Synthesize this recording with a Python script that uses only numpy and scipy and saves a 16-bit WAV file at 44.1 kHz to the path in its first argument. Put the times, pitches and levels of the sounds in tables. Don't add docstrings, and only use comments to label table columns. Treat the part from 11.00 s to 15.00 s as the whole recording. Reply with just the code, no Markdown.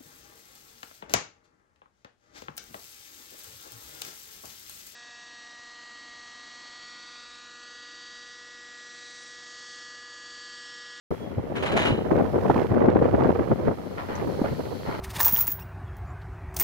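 import sys
import numpy as np
from scipy import signal
from scipy.fft import rfft, irfft, next_fast_len
from scipy.io import wavfile
from scipy.ndimage import uniform_filter1d, map_coordinates

SR = 44100
rng = np.random.default_rng(int(sys.argv[2]) if len(sys.argv) > 2 else 0)


def file_out(sig):
    cols = np.atleast_2d(sig).T
    lim = np.clip(cols, -1, 1)
    pcm = np.round(lim * 32767).astype(np.int16)
    wavfile.write(sys.argv[1], SR, pcm)


N = 176400


def amp(db):
    return 10 ** (np.asarray(db) / 20)


def unit(x):
    return x / np.sqrt(np.mean(x ** 2, axis=-1, keepdims=True) + 1e-20)


def clock():
    return np.arange(N) / SR


def bell(offset, width):
    return np.exp(-.5 * (offset / width) ** 2)


def curve(points):
    return np.interp(clock(), *np.transpose(points))


def wobble(rate):
    return map_coordinates(rng.standard_normal(8192), [clock() * rate], mode='wrap')


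def swirl(rate):
    w = wobble(rate)
    return np.minimum(w, np.tanh(w))


def filtered(x, response):
    m = next_fast_len(N + 8192)
    return irfft(rfft(x, m) * response(np.fft.rfftfreq(m, 1 / SR)), m)[..., :N]


def colour(x, spectrum):
    f, db = np.transpose(spectrum)

    def response(hz):
        rolloff = (f[-1] / np.maximum(hz, f[-1])) ** 2
        return amp(np.interp(np.log(hz + 1), np.log(f + 1), db)) * rolloff
    return unit(filtered(x, response))


def eddies(spectrum, rate, lumpy_db):
    x = colour(rng.standard_normal(N) * amp(lumpy_db * 2 * np.tanh(wobble(rate) / 2)), spectrum)
    power = uniform_filter1d(uniform_filter1d(x ** 2, size=700), size=500)
    return unit(x / np.sqrt(np.abs(power) + 0.13))


def resonance(centre_hz, width_hz):
    noise = rng.standard_normal((2, N))
    return unit(filtered(noise, lambda hz: 1 / (1 + ((hz - centre_hz) / width_hz) ** 2)))


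def ring_down(start, t60, attack):
    t = np.maximum(clock() - start, 0)
    return (1 - np.exp(-t / attack)) * amp(-60 * t / t60)


def wind():
    # (time [s], level [dB])
    gusts = [(.2,-38),(.5,-34.5),(.8,-26),(1.02,-30.5),(1.17,-22),(1.3,-27.5),(1.6,-23.5),(1.68,-28),(1.74,-24),(2.25,-22),(2.35,-27),(2.6,-31),(2.68,-21.5),(2.76,-38),(3.1,-34.5),(3.23,-29),(3.48,-29.5),(3.8,-35)]
    # (time [s], flutter level [dB], thump level [dB])
    blasts = [(0.118,-24.5,-31),(0.386,-30.5,-24),(0.759,-22,-30),(.923,-28.5,-21.5),(1.117,-17.5,-53),(1.204,-20.5,-34),(1.361,-19.5,-30),(1.451,-21,-46),(1.503,-16,-24),(1.721,-21.5,-21),(1.841,-17.5,-27),(1.884,-15,-27.5),(1.959,-16.5,-30),(2.022,-16,-30),(2.058,-20,-41),(2.145,-16.5,-29),(2.223,-18.5,-32),(2.297,-17.5,-30),(2.401,-18,-26.5),(2.519,-17.5,-19.5),(2.683,-22,-25),(3.522,-31,-27),(3.89,-31.5,-31)]
    # (frequency [Hz], relative level [dB])
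    flutter_left = [(60,-31.5),(190,0.5),(330,-1.5),(520,-3),(900,-20.5),(2200,-41.5),(5000,-110)]
    flutter_right = [(60,-46),(230,-7.5),(330,1.5),(520,0),(1300,-20.5),(5000,-88)]
    thump_spectrum = [(40,-11.5),(85,10),(240,3),(700,-44)]
    rasp_spectrum = [(300,-78),(800,11),(2000,-6.5),(3300,-26),(15000,-90)]
    rise_s, fall_s, thump_s = 0.0061, 0.0099, 0.013
    t, gust_db = clock(), curve(gusts)
    blast = sum(amp(db) * bell(t - s, np.where(t < s, rise_s, fall_s)) for s, db, _ in blasts)
    push = sum(amp(db) * bell(t - s, thump_s) for s, _, db in blasts)
    shared_db = 3.27 * swirl(75)
    left = np.hypot(amp(gust_db - 2 + shared_db + 7.1 * swirl(55)), amp(3) * blast)
    right = np.hypot(amp(gust_db + shared_db + 3.55 * swirl(55)), blast)
    flutter = np.array([left * eddies(flutter_left, rate=330, lumpy_db=7.5),
                        right * eddies(flutter_right, rate=360, lumpy_db=6)])
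    swing_db = gust_db - gust_db.mean()
    booms = np.hypot(amp([-31.5 + 0.87 * swing_db, -49 + 2.14 * swing_db]), push)
    thump = np.array([boom * eddies(thump_spectrum, rate=130, lumpy_db=1.5) for boom in booms])
    rasp = np.array([amp(-44) * unit(left ** 1.2 * eddies(rasp_spectrum, rate=240, lumpy_db=14.5)),
                     amp(-37.5) * unit(right ** 1.08 * eddies(rasp_spectrum, rate=140, lumpy_db=14))])
    return flutter + thump + rasp + crackle(gust_db)


def crackle(gust_db):
    # (frequency [Hz], relative level [dB])
    spectrum = [(300,-20),(1500,7.5),(5000,-17.5),(15000,-46)]
    flurry = amp(-38) * bell(clock() - 1.558, width=0.076) * eddies(spectrum, rate=290, lumpy_db=12.5)
    bursts = amp(gust_db - 26.5 + 17.3 * np.tanh(wobble(400) / 2))
    return (bursts * colour(rng.standard_normal(N), spectrum) + flurry) * amp([[-14], [0]])


def engine():
    # (frequency [Hz], relative level [dB])
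    spectrum = [(40,-30),(100,-25),(400,8),(1500,6),(3300,-5),(6000,-65)]
    firing_hz = 94.8
    cycles = np.cumsum(firing_hz * (1 + .008 * wobble(3.6))) / SR
    pulses = np.diff(np.floor(cycles), prepend=0) * amp(9 * rng.standard_normal(N))
    combustion = rng.standard_normal((2, N)) * (1 + .5 * np.cos(2 * np.pi * cycles))
    return amp(-52) * (amp(-7) * colour(pulses, spectrum) + colour(combustion, spectrum))


def hydraulics():
    # (time [s], level [dB])
    flow = [(.12,-57),(.38,-63),(1.6,-54.5),(1.85,-63),(2.3,-57.5),(2.8,-58),(3.3,-52.5),(3.75,-52.5)]
    # (frequency [Hz], relative level [dB])
    spectrum = [(1000,0.5),(3200,7.5),(7300,-0.5),(8500,-5.5),(12000,1),(15500,-6)]
    side_db, growth_db_per_s = 1.5, 7
    t = clock()
    mid, side = colour(rng.standard_normal((2, N)), spectrum) * amp([[0], [side_db]])
    hiss = unit(np.array([mid + side, mid - side]))
    whistle = amp(-32 + growth_db_per_s * t) * resonance(4350, width_hz=430)[0]
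    whine = amp(-62.5) * np.exp(-((t - 0.2) / .13) ** 2) * resonance(3300, width_hz=20)
    return amp(curve(flow)) * (hiss + whistle) + whine


def bucket():
    # (time [s], level [dB])
    knocks = [(0.553,-28.5),(0.621,-26.5),(0.657,-25.5),(0.714,-28),(0.762,-18),(.815,-24.5),(0.851,-22),(.9,-32)]
    # (frequency [Hz], relative level [dB])
    modes = [(1744,-10.5),(2357,-12),(2524,-20),(2889,-6.5),(3040,-11),(3750,-18),(4068,-17.5),(6605,-29)]
    # (frequency [Hz], relative level [dB])
    clatter = [(150,-16),(500,6),(1800,2.5),(3100,-3.5),(5400,-21),(7200,-21),(15500,-39.5)]
    grit_db, waver = 4, .004
    lag_s = 0.00019
    rattle = np.sqrt(sum((amp(db) * ring_down(s, t60=.27, attack=0.0046)) ** 2 for s, db in knocks))
    rattle *= unit(amp(grit_db * swirl(500)))
    direct = rattle * colour(rng.standard_normal(N), clatter)
    for hz, mode_db in modes:
        rings = [amp(db + rng.normal(0, 3.9)) * ring_down(s, t60=.34, attack=0.018) for s, db in knocks]
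        swell = np.linalg.norm(rings, axis=0)
        warp = np.cumsum(1 + waver * wobble(10))
        direct += amp(mode_db) * swell * map_coordinates(resonance(hz, width_hz=25)[0], [warp])
    ports = filtered(direct, lambda hz: np.exp(1j * np.pi * hz * lag_s * np.array([[1], [-1]])))
    diffuse = rattle * colour(rng.standard_normal((2, N)), clatter)
    return (ports + diffuse) / np.sqrt(2)


def slaps():
    # (time [s], peak level [dB], frequency [Hz])
    vortices = [(.909,-17,307),(1.208,-13,560),(1.501,-9.5,813),(1.563,-10.5,263),(1.648,-17,420),(3.275,-18,282),(3.418,-10.5,270),(3.444,-20,616)]
    width_s, slowing_s = 0.0021, 0.022
    pressure = np.zeros((2, N))
    for s, db, hz in vortices:
        t = np.clip(clock() - s, -10 * width_s, 10 * width_s)
        cycles = -hz * slowing_s * np.expm1(-t / slowing_s) + rng.random()
        phase = 2 * np.pi * cycles + rng.standard_normal((2, 1)) + .5 * wobble(1500)
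        pressure += amp(db) * bell(t, width_s) * np.sin(phase)
    return pressure


def scrapes():
    # (time [s], duration [s], level [dB])
    strokes = [(2.97,0.024,-30.5),(3.082,.11,-35),(3.436,0.024,-32.5),(3.854,0.1,-33.5)]
    # (frequency [Hz], relative level [dB])
    soil = [(400,-3.5),(900,5.5),(2200,-7),(10000,-48)]
    attack_s, release_s = 0.012, 0.043
    t, drag = clock(), np.zeros(N)
    for s, length, db in strokes:
        release = np.exp(-np.maximum(t - s - length, 0) / release_s)
        drag += amp(db) * np.clip((t - s) / attack_s, 0, 1) * release
    grit = np.array([eddies(soil, rate=330, lumpy_db=9), eddies(soil, rate=440, lumpy_db=7)])
    clink = amp(-45.5) * ring_down(3.153, t60=0.082, attack=0.00063) * resonance(6100, width_hz=940)
    return drag * grit * amp([[-3], [0]]) + clink


def scattered(x, wet):
    t, t60 = np.arange(2048) / SR, 0.036
    tail = rng.standard_normal((2, len(t))) * amp(-60 * t / t60)
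    tail *= wet / np.linalg.norm(tail, axis=1, keepdims=True)
    return (x + signal.fftconvolve(x, tail, axes=1)[:, :N]) / np.hypot(1, wet)


def scene():
    return wind() + slaps() + scattered(engine() + hydraulics() + scrapes(), wet=0.59) + bucket()


def record(dry):
    start_s, fade_s, top_hz = 0.1058, 0.0018, 15800
    gate = np.clip((clock() - start_s) / fade_s, 0, 1)
    return filtered(dry * gate, lambda hz: hz < top_hz)


dry = scene()
out = record(dry)
file_out(out)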